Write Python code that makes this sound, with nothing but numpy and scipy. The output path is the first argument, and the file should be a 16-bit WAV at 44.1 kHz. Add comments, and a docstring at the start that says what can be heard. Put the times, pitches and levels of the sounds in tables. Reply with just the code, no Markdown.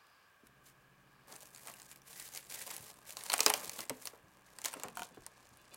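"""A quiet kitchen: after a few soft sounds of moist food, cling wrap is pulled over a glass bowl, close by.
The film rustles in tiny random buckles; larger creases snap as noisy flips with a hollow pop, loudest at the rim.
Damped modes let the taut film answer like a slack drum skin and the glass ring; filtered noise makes
dull bumps, hoarse drags and moist smacks. Room air, a fan, a low rumble and an appliance hum lie beneath."""
import sys
import numpy as np
from scipy import signal
from scipy.fft import rfft, irfft, next_fast_len
from scipy.io import wavfile
from scipy.ndimage import map_coordinates

SR = 44100
rng = np.random.default_rng(int(sys.argv[2]) if len(sys.argv) > 2 else 0)


def unload_audio(sound):
    """Save the sound as a 16-bit wav file, at the path given as the first command line argument."""
    columns = np.transpose(np.atleast_2d(sound))
    # keep every value between -1 and 1, then stretch to whole-number steps
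    steps = np.round(np.clip(columns, -1, 1) * 32767)
    wavfile.write(sys.argv[1], SR, steps.astype(np.int16))


N = 254016  # length in samples


def amp(db):
    """Decibels to gain."""
    return 10 ** (np.asarray(db) / 20)


def unit(x):
    """Scale to rms 1."""
    return x / np.sqrt(np.mean(x ** 2) + 1e-20)


def along(points, hz):
    """Read (Hz, value) points on a log frequency axis."""
    f, v = np.transpose(points)
    return np.interp(np.log(hz + 1), np.log(f + 1), v)


def curves(rows):
    """One value per sample for each column after the time."""
    s, *cols = np.transpose(rows)
    return [np.interp(np.arange(N) / SR, s, c) for c in cols]


def wobble(rate):
    """A random curve of straight segments, rate knots a second."""
    knots = rng.standard_normal(int(N * rate / SR) + 4)
    return map_coordinates(knots, [np.arange(N) * rate / SR], order=1)


def colour(x, shape_db):
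    """Causal minimum-phase filter whose gain in dB is a function of frequency."""
    size = 2 * next_fast_len(len(x) // 2 + 2048, True)
    cepstrum = irfft(np.log(amp(shape_db(np.fft.rfftfreq(size, 1 / SR))) + 1e-6))
    # fold the cepstrum forward in time so that nothing sounds early
    cepstrum[1:size // 2] *= 2
    cepstrum[size // 2 + 1:] = 0
    return irfft(rfft(x, size) * np.exp(rfft(cepstrum)))[:len(x)]


def tinted(x, points):
    """x coloured by (Hz, dB) points, at rms 1."""
    return unit(colour(x, lambda hz: along(points, hz)))


def resonance_db(hz, centre, width):
    """Gain of a steep-sided resonance."""
    return -20 * np.log10(1 + ((hz ** 2 - centre ** 2) / (width * hz + 1e-6)) ** 2)


def burst(x, seconds):
    """Scale x to the energy of a unit signal of that length."""
    return x * np.sqrt(seconds * SR / (np.sum(x ** 2) + 1e-20))


def add(track, s, x):
    """Mix x into the track at time s."""
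    start = max(round(s * SR), 0)
    track[start:start + len(x)] += x[:max(N - start, 0)]


def ring(modes):
    """Damped modes, at slightly new strengths and random phases for every blow."""
    t = np.arange(SR) / SR
    total = 0
    for hz, db, t60 in modes:
        decay = amp(db + rng.normal(0, 1.5) - 60 * t / t60)
        total = total + decay * np.sin(2 * np.pi * hz * t + rng.uniform(0, 2 * np.pi))
    return total


def ringing(x, modes):
    """Answer of damped modes to x, of unit energy gain."""
    answer = ring(modes)
    return signal.fftconvolve(x, answer / np.linalg.norm(answer))[:N]


# faint creak of the held film, before the trims in crinkling: time_s, crinkle_db, drum_db
HELD_CREAK = [(1.23, -87, -87), (1.29, -72, -70), (2.02, -73.5, -73), (2.45, -62, -68), (3.0, -67.5, -64.5),
              (4.1, -69.5, -63.5), (4.36, -77, -70.5), (5.4, -65.5, -65), (5.75, -66.5, -66.5)]
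# pulls and presses of the hands, before the same trims: start_s, length_s, crinkle_db, drum_db
PULLS = [(1.303, 0.035, -56, -51), (1.358, .11, -60, -63), (1.53, 0.32, -60.5, -63.5),
         (1.668, 0.037, -54, -52), (1.903, 0.0081, -55.5, -66), (2.076, 0.064, -54, -60),
         (2.172, .11, -51, -60.5), (2.337, .055, -50, -58), (2.51, .11, -48.5, -56.5),
         (2.674, 0.083, -48.5, -53.5), (2.818, 0.068, -54, -58), (3.081, 0.033, -52.5, -62.5),
         (3.176, .1, -49.5, -53), (3.331, 0.11, -44, -48), (3.468, 0.024, -38.5, -40),
         (3.513, 0.12, -45.5, -44), (3.65, 0.11, -52.5, -56), (3.785, 0.029, -47, -50),
         (3.913, .09, -60.5, -62), (4.019, .06, -53.5, -70), (4.466, .16, -64, -64),
         (4.657, 0.02, -44.5, -58), (4.736, 0.14, -58, -52), (4.971, 0.072, -54, -56),
         (5.371, 0.028, -66.5, -62.5), (5.737, .03, -61, -65)]
ATTACK_S, RELEASE_S = 0.017, .024  # amplitude time constants of every pull


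def handling():
    """Crinkle and drumming levels in dB: each pull takes hold, lasts and dies away over the held creak."""
    t = np.arange(N) / SR
    power = amp(curves(HELD_CREAK)) ** 2
    for s, length, crinkle_db, drum_db in PULLS:
        before, after = np.minimum(t - s, 0), np.maximum(t - s - length, 0)
        shape = np.exp(before / ATTACK_S - after / RELEASE_S)
        power = power + (amp([[crinkle_db], [drum_db]]) * shape) ** 2
    return 10 * np.log10(power)


def buckles(rate, spread_db, clump_db):
    """Random tiny impulses of widely varying size, in clumps; mean power does not depend on the rate."""
    hit = rng.random(N) < rate / SR
    scatter_db = spread_db * np.clip(rng.standard_normal(N), -2, 2)
    size_db = scatter_db + clump_db * np.clip(wobble(170), -2, 2)
    return unit(hit * np.sign(rng.standard_normal(N)) * amp(size_db) / np.sqrt(rate))


# spectrum of the film's crackle: freq_hz, gain_db
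CRINKLE_COLOUR = [(200, -20), (600, -14), (1400, -1.5), (2000, -1), (2500, -3), (3200, -4.5), (4200, -3.5),
                  (5400, -2.5), (7500, -1), (10000, -2), (13000, -4), (16000, -7.5)]
# spectrum of the drumming sheet: freq_hz, gain_db
DRUM_COLOUR = [(60, -27.5), (200, -5), (350, -3), (550, 5), (800, 1.5), (1100, 5), (1500, -2.5),
               (2200, -4.5), (3500, -28), (8000, -64.5)]
# gain of the finest crackle, which fades as the film is smoothed down: time_s, gain_db
SHEEN_GAIN = [(1.3, 3), (3.5, -.5), (4.1, 3.5), (4.6, -6), (5.7, -11)]
SHEEN_HZ = 9800  # the finest buckles sound above this
# buckle rate at that crinkle level; it doubles with every step louder
BUCKLES_PER_S, BUCKLES_AT_DB, DOUBLING_DB = 2600, -50, 7


def crinkling(crinkle_db, drum_db):
    """Tiny buckles crackle and set the whole sheet drumming."""
    rate = BUCKLES_PER_S * 2 ** ((crinkle_db - BUCKLES_AT_DB) / DOUBLING_DB)
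    sheen_db, = curves(SHEEN_GAIN)
    grains = buckles(rate, spread_db=4.5, clump_db=4.5)
    # facets of different sizes each favour their own pitch
    facets = 0
    for centre in (1980, 4270, 6810, 9500, 13000):
        facet = buckles(rate / 4, spread_db=5.5, clump_db=3.5)
        facets = facets + unit(colour(facet, lambda hz: resonance_db(hz, centre, centre * .8)))
    # the film clings to the glass and lets go in quick, uneven slips
    slips = unit(amp(2.8 * np.clip(wobble(110), -2, 1.5)))
    crackle = slips * (grains + amp(-11) * facets)
    fizz = tinted(crackle + amp(-8) * rng.standard_normal(N), CRINKLE_COLOUR)
    # coarser folds carry less of the top sheen
    highpass = signal.butter(2, SHEEN_HZ, "high", fs=SR, output="sos")
    fizz = fizz + (amp(sheen_db) - 1) * signal.sosfiltfilt(highpass, fizz)
    drum = tinted(slips * grains + amp(-5.5) * rng.standard_normal(N), DRUM_COLOUR)
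    return amp(crinkle_db - 1.0) * fizz + amp(drum_db - 4.5) * drum


# large creases that snap: start_s, level_db, pop_db (relative to the crack), crease_hz (its resonance)
LARGE_CREASES = [(1.3629, -49, -31, 8800), (1.406, -54, -20, 8500), (1.456, -54, -14, 8000),
                 (1.548, -49.5, -17, 7100), (1.561, -50.5, -14, 7500), (1.672, -43.5, -6, 8500),
                 (1.6826, -50, 2.5, 8200), (1.7389, -50, -22, 2800), (1.7992, -53, -18, 6740),
                 (1.818, -50, -8, 8000), (1.9597, -53.5, -18, 13700), (2.0183, -60, -16, 5900),
                 (2.3743, -39.5, -29, 12200), (2.4974, -50.5, -26, 10000), (2.6158, -44, -26, 9300),
                 (2.677, -48, -1.5, 9000), (2.704, -44, -12, 7500), (2.7135, -44, -3.5, 10500),
                 (2.7651, -40.5, -33, 11600), (3.106, -44, -25, 9200), (3.1695, -38.5, -8.5, 6650),
                 (3.237, -41.5, -27, 9500), (3.2981, -37, -7, 4240), (3.3003, -31, -8, 4400),
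                 (3.3192, -34, -4, 4000), (3.3317, -30.5, -9, 2300), (3.338, -25, -2.5, 9400),
                 (3.38, -34.5, -25, 8800), (3.392, -33.5, -1, 2180), (3.405, -21, -10, 6300),
                 (3.432, -35.5, -20, 7300), (3.4625, -17.5, -5, 5200), (3.4809, -33.5, -8, 2700),
                 (3.4972, -33, -17, 10600), (3.5006, -26, -1, 10600), (3.5382, -26, -6, 5930),
                 (3.6951, -36.5, -11, 6400), (3.7902, -41, -1.5, 2680), (3.8053, -39, -16, 5700),
                 (3.8962, -32.5, -6, 7900), (4.055, -39, -27.5, 10400), (4.0722, -37.5, -8, 5770),
                 (4.5865, -44.5, -5, 8700), (4.6169, -45.5, -13, 7660), (4.642, -41, -17, 6900),
                 (4.6472, -35, -10.5, 3300), (4.6559, -32.5, -13, 2980), (4.6586, -32, -7.5, 6740),
                 (4.6839, -43, -3.5, 8350), (4.7304, -47.5, -1, 8300), (4.7382, -40, -3.5, 9200),
                 (4.7983, -47.5, -5.5, 8100), (4.8345, -37, -4, 7600), (4.884, -48.5, 0, 1880),
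                 (4.9546, -51, -16, 8870), (4.9715, -42.5, -12, 2280), (4.9942, -44.5, -14, 2500),
                 (5.0199, -44.5, -6, 2900), (5.0321, -45, -13, 3180), (5.2644, -42, -10.5, 9100),
                 (5.7439, -48, -12, 10900)]
# spectrum of the crack: freq_hz, gain_db
CRACK_COLOUR = [(100, -29), (500, -7), (1100, -6.5), (1600, -9.5), (2600, -2.5), (3400, -6.5), (4300, 0),
                (5100, -3), (7000, -2), (9000, -2), (12000, -6), (16000, -7.5)]
# spectrum of the hollow pop: freq_hz, gain_db
POP_COLOUR = [(80, -25), (250, -10.5), (450, 0.5), (750, 0.5), (1050, 2.5), (1350, 0), (1700, -4),
              (3000, -4.5), (8000, -59.5)]
# bass edge of the pop at that snap level; it falls an octave with every step, so strong snaps reach deeper
POP_LOW_HZ, POP_LOW_AT_DB, POP_OCTAVE_DB = 300, -25, 24.5
# time constant of the slip run from that level up; weaker creases flip faster
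FLIP_S, FLIP_AT_DB, FLIP_DOUBLING_DB = .00056, -30, 40


def snaps(creases):
    """A crease flips in a run of slips about a millisecond long; a hollow pop rattles round the bowl."""
    out, t = np.zeros(N), np.arange(4096) / SR
    for s, db, pop_db, crease_hz in creases:
        slip, scatter, hollow = rng.standard_normal((3, len(t)))
        flip_s = FLIP_S * 2 ** (min(db - FLIP_AT_DB, 0) / FLIP_DOUBLING_DB)
        run = t / flip_s
        flip = slip * np.abs(slip) ** .3 * run * np.exp(-run)
        crack = burst(flip, 1) + amp(-4.0) * burst(scatter * amp(-60 * t / 0.026), 0.76)
        # the crease's own resonance lifts the crack by up to 9 dB
        crack = colour(crack, lambda hz: along(CRACK_COLOUR, hz)
                       + 9 / (1 + ((hz - crease_hz) / (0.11 * crease_hz)) ** 2))
        pop = hollow * (amp(-60 * t / 0.032) + amp(-9.0) * amp(-60 * t / 0.063))
        low_hz = POP_LOW_HZ * 2 ** ((POP_LOW_AT_DB - db) / POP_OCTAVE_DB)
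        pop = colour(pop, lambda hz: along(POP_COLOUR, hz) - 10 * np.log10(1 + (low_hz / (hz + 1)) ** 4))
        add(out, s, amp(db) * (burst(crack, 0.0044) + amp(pop_db) * burst(pop, 0.0045)))
    return out


SMALL_PER_S, SMALL_OVER_DB = 22, 2.5  # rate; level over the untrimmed crinkle
SMALL_MAX_DB, SMALL_SPREAD_DB = -48, 3  # ceiling before scatter; scatter
SMALL_POP_DB, SMALL_HZ, SMALL_OCTAVES = -15.5, 8300, .4  # relative pop; typical resonance and its scatter


def small_snaps(crinkle_db):
    """Rows for snaps(): small creases at random times, whose strength follows the crinkle."""
    count = int(SMALL_PER_S * N / SR)
    draws = np.clip(rng.standard_normal((1000, 3))[:count], -1.7, 1.7)
    places = rng.integers(N, size=1000)[:count]
    rows = []
    for i, (size, hollow, pitch) in zip(places, draws):
        level_db = min(crinkle_db[i] + SMALL_OVER_DB, SMALL_MAX_DB) + SMALL_SPREAD_DB * size
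        crease_hz = SMALL_HZ * 2 ** (SMALL_OCTAVES * pitch)
        rows.append((i / SR, level_db, SMALL_POP_DB + 5 * hollow, crease_hz))
    return rows


# hoarse squeals of film dragging on the rim: centre_s, level_db, half_length_s, pitch_hz
DRAGS = [(2.199, -62.5, 0.031, 1980), (2.366, -61, 0.017, 2130), (2.585, -61, 0.032, 1920),
         (2.721, -61, 0.028, 1920)]


def drags():
    """Rubbing on the glass sounds one broad resonance of the taut film."""
    out, t = np.zeros(N), np.arange(SR // 3) / SR
    for s, db, half, pitch_hz in DRAGS:
        squeal = unit(colour(rng.standard_normal(len(t)), lambda hz: resonance_db(hz, pitch_hz, 390)))
        swell = np.exp(-.5 * ((t - t.mean()) / half) ** 2)
        add(out, s - t.mean(), amp(db) * squeal * swell)
    return out


# modes of the film stretched over the bowl: freq_hz, level_db, t60_s
SKIN_MODES = [(380.5, -1, 0.084), (479, -3, 0.061), (668, -4.5, 0.1), (937, -4.5, 0.059),
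              (1075, 0.5, 0.086), (1110, -12, 0.17), (1510, -5, 0.042)]


def skin_answer(film):
    """The taut film answers its own noise like a slack drum skin."""
    return amp(-21.5) * ringing(film, SKIN_MODES)


# taut film plucked as it lets go of the rim: start_s, level_db
PLUCKS = [(4.9722, -40), (4.9943, -43), (5.02, -41.5), (5.265, -59)]
# tones of the plucked film: freq_hz, level_db, t60_s
TAUT_MODES = [(722, -1.5, 0.052), (927, -1.5, 0.078), (1436, 6, 0.021), (1590, -6, 0.029),
              (2400, -2, 0.013), (2680, -11, 0.018), (3140, -7.5, 0.032)]


def plucks():
    """Taut film twangs off the rim in short damped tones."""
    out = np.zeros(N)
    for s, db in PLUCKS:
        add(out, s, amp(db) * burst(ring(TAUT_MODES), 0.009))
    return out


# tones of the sealed film: freq_hz, level_db, t60_s
HEAD_MODES = [(256, 0, 0.13), (447, -1, 0.1), (619, -14, 0.13), (700, -10, 0.11), (942, -16, 0.17)]
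BOOM_S, BOOM_DB = 3.905, -43  # start and level


def boom():
    """The film booms once like a drum head as it seals."""
    out = np.zeros(N)
    add(out, BOOM_S, amp(BOOM_DB) * burst(ring(HEAD_MODES), 0.013))
    return out


# modes of the undamped glass bowl: freq_hz, level_db, t60_s
GLASS_MODES = [(1046, -4.5, .7), (2515, 2, 0.75), (2735, -2.5, .6), (2915, -4.5, .8), (3500, 1, .6),
               (3984, -3, .5), (4226, -8.5, 0.41), (4730, -2.5, .5)]


def glass_answer(film):
    """The glass bowl rings faintly with the film's noise."""
    return amp(-35.0) * ringing(film, GLASS_MODES)


# fingertips that make the glass ring: start_s, level_db
TAPS = [(5.135, -68.5), (5.586, -68.5), (5.713, -62.5)]


def taps():
    """Fingers touch the glass softly and damp its ring at once."""
    out, t = np.zeros(N), np.arange(SR) / SR
    touch = amp(-60 * t / 0.31) * (1 - np.exp(-t / 0.0028))
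    for s, db in TAPS:
        add(out, s, amp(db) * burst(ring(GLASS_MODES) * touch, 0.023))
    return out


# soft bumps of hand and film on the bowl: start_s, level_db, pitch_hz, t60_s (of the push)
BUMPS = [(0.433, -59.5, 260, 0.038), (1.328, -54, 500, .12), (2.801, -55, 120, 0.12),
         (3.469, -33, 540, 0.18), (3.662, -54, 390, 0.077), (3.67, -57, 115, 0.13),
         (3.784, -51.5, 260, 0.27), (3.904, -37.5, 290, 0.047), (4.133, -52, 600, 0.18),
         (4.238, -58, 130, 0.19), (4.757, -47, 348, 0.18), (4.839, -42.5, 623, 0.17),
         (4.849, -48.5, 199, 0.37), (5.006, -53, 199, 0.12), (5.11, -58, 278, 0.082),
         (5.172, -49.5, 380, 0.044), (5.185, -57.5, 65.4, 0.17), (5.514, -60, 135, 0.27),
         (5.72, -57.5, 400, 0.12)]


def bumps():
    """Soft contacts give short, dull thumps of resonant noise."""
    out, t = np.zeros(N), np.arange(SR // 4) / SR
    for s, db, pitch_hz, t60 in BUMPS:
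        push = rng.standard_normal(len(t)) * amp(-60 * t / t60)
        thump = colour(push, lambda hz: resonance_db(hz, pitch_hz, 1.3 * pitch_hz))
        add(out, s, amp(db) * burst(thump, 0.0082))
    return out


# soft moist smacks and brushes: centre_s, level_db, half_length_s
BRUSHES = [(0.07, -67, 0.0014), (0.457, -74.5, .015), (0.471, -61.5, 0.0013), (0.68, -61, 0.023),
           (0.816, -77, 0.011), (1.016, -72, 0.0079)]
# faint hiss of food being folded: time_s, level_db
FOLDING = [(0, -70.5), (.1, -70.5), (.25, -72.5), (.36, -89), (.9, -96), (1.1, -77), (1.3, -72),
           (1.5, -100)]
# spectrum of the moist hiss: freq_hz, gain_db
MOIST_COLOUR = [(300, -23), (1100, 12), (1700, -5), (2600, -0.5), (3800, -7), (4900, 2), (6200, -17),
                (15000, -20.5)]


def food():
    """Moist pieces smack in swells of dense crackle and slide with a faint hiss."""
    t = np.arange(N) / SR
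    strokes = sum(amp(db) * np.exp(-.5 * ((t - s) / half) ** 2) for s, db, half in BRUSHES)
    smacks = strokes * tinted(buckles(rate=12000, spread_db=4.0, clump_db=3.5), CRINKLE_COLOUR)
    return smacks + amp(curves(FOLDING)[0]) * tinted(rng.standard_normal(N), MOIST_COLOUR)


# decay of the kitchen's echo: freq_hz, t60_s
KITCHEN_DECAY = [(100, .3), (500, 0.35), (2000, 0.25), (6000, 0.12), (16000, 0.19)]


def kitchen(x):
    """Diffuse room tail; each short stretch of sound excites it differently."""
    out, size = np.zeros(N), 4096
    for start in range(0, N, size):
        hz, t, z = signal.stft(rng.standard_normal(SR // 3), SR, nperseg=256)
        decay = amp(-60 * t / along(KITCHEN_DECAY, hz)[:, None])
        onset = 1 - np.exp(-t / 0.0014)
        tail = signal.istft(z * decay * onset, SR, nperseg=256)[1]
        add(out, start / SR, signal.fftconvolve(x[start:start + size], tail / np.linalg.norm(tail)))
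    return out


# appliance hum, whose level wavers around these: freq_hz, level_db, until_s (after a 0.2 s fade)
HUM_TONES = [(65, -84, 7.5), (125, -78.5, 6), (139, -76, 2.96), (188, -81, 5.5)]


def hum():
    """Steady-pitched tones waver slowly in level and phase."""
    t = np.arange(N) / SR
    total = np.zeros(N)
    for hz, db, until in HUM_TONES:
        level = amp(db + 0.99 * wobble(2.5)) * np.sqrt(2)  # a sine's rms to its peak
        tone = np.sin(2 * np.pi * hz * t + .3 * wobble(1.5))
        total += level * tone * np.clip((until - t) / 0.2, 0, 1)
    return total


# resonances of the fan: freq_hz, width_hz (before narrowing to 0.91), level_db
FAN_BANDS = [(1146, 280, -75), (1640, 240, -73), (2380, 380, -81), (2870, 780, -82.5)]


def fan():
    """Steady noise through a few broad resonances."""
    total = np.zeros(N)
    for centre, width, db in FAN_BANDS:
        noise = rng.standard_normal(N)
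        total += amp(db) * unit(colour(noise, lambda hz: resonance_db(hz, centre, 0.91 * width)))
    return total


# spectrum of the room air: freq_hz, gain_db
AIR_COLOUR = [(20, -21), (100, -5), (300, -10.5), (600, -5), (1400, -9.5), (2500, -13), (4000, -17),
              (7000, -20.5), (12000, -22.5), (16000, -20.5)]
# spectrum of the low rumble: freq_hz, gain_db
RUMBLE_COLOUR = [(20, -7.5), (60, -3.5), (100, -11), (170, -2.5), (330, -2.5), (600, -9.5), (1200, -16),
                 (4000, -44.5)]
HUM_START_S = .44  # hum and rumble fade in from here


def background():
    """Room air as coloured noise and a fan; a low noise rumble and an unsteady hum join them."""
    t = np.arange(N) / SR
    air = amp(-71.5) * tinted(rng.standard_normal(N), AIR_COLOUR)
    rumble = amp(-74) * tinted(rng.standard_normal(N), RUMBLE_COLOUR)
    return air + fan() + (hum() + rumble) * np.clip((t - HUM_START_S) / 0.018, 0, 1)


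def scene():
    """Film, bowl and room at one microphone."""
    crinkle_db, drum_db = handling()
    film = crinkling(crinkle_db, drum_db) + snaps(LARGE_CREASES) + drags() + snaps(small_snaps(crinkle_db))
    contacts = plucks() + boom() + taps() + bumps()
    near = film + skin_answer(film) + glass_answer(film) + contacts + food()
    room_gain = [(300, -11.5), (1200, -14), (4000, -12), (12000, -27.0)]  # (Hz, dB)
    room = colour(kitchen(near), lambda hz: along(room_gain, hz))
    return (near + room + background())[None]


TOP_HZ = 16050  # band limit


def record(dry):
    """A sharp spectral cut keeps nothing above the band limit."""
    size = next_fast_len(N + 4096)
    return irfft(rfft(dry, size) * (np.fft.rfftfreq(size, 1 / SR) < TOP_HZ), size)[:, :N]


dry = scene()
out = record(dry)
unload_audio(out)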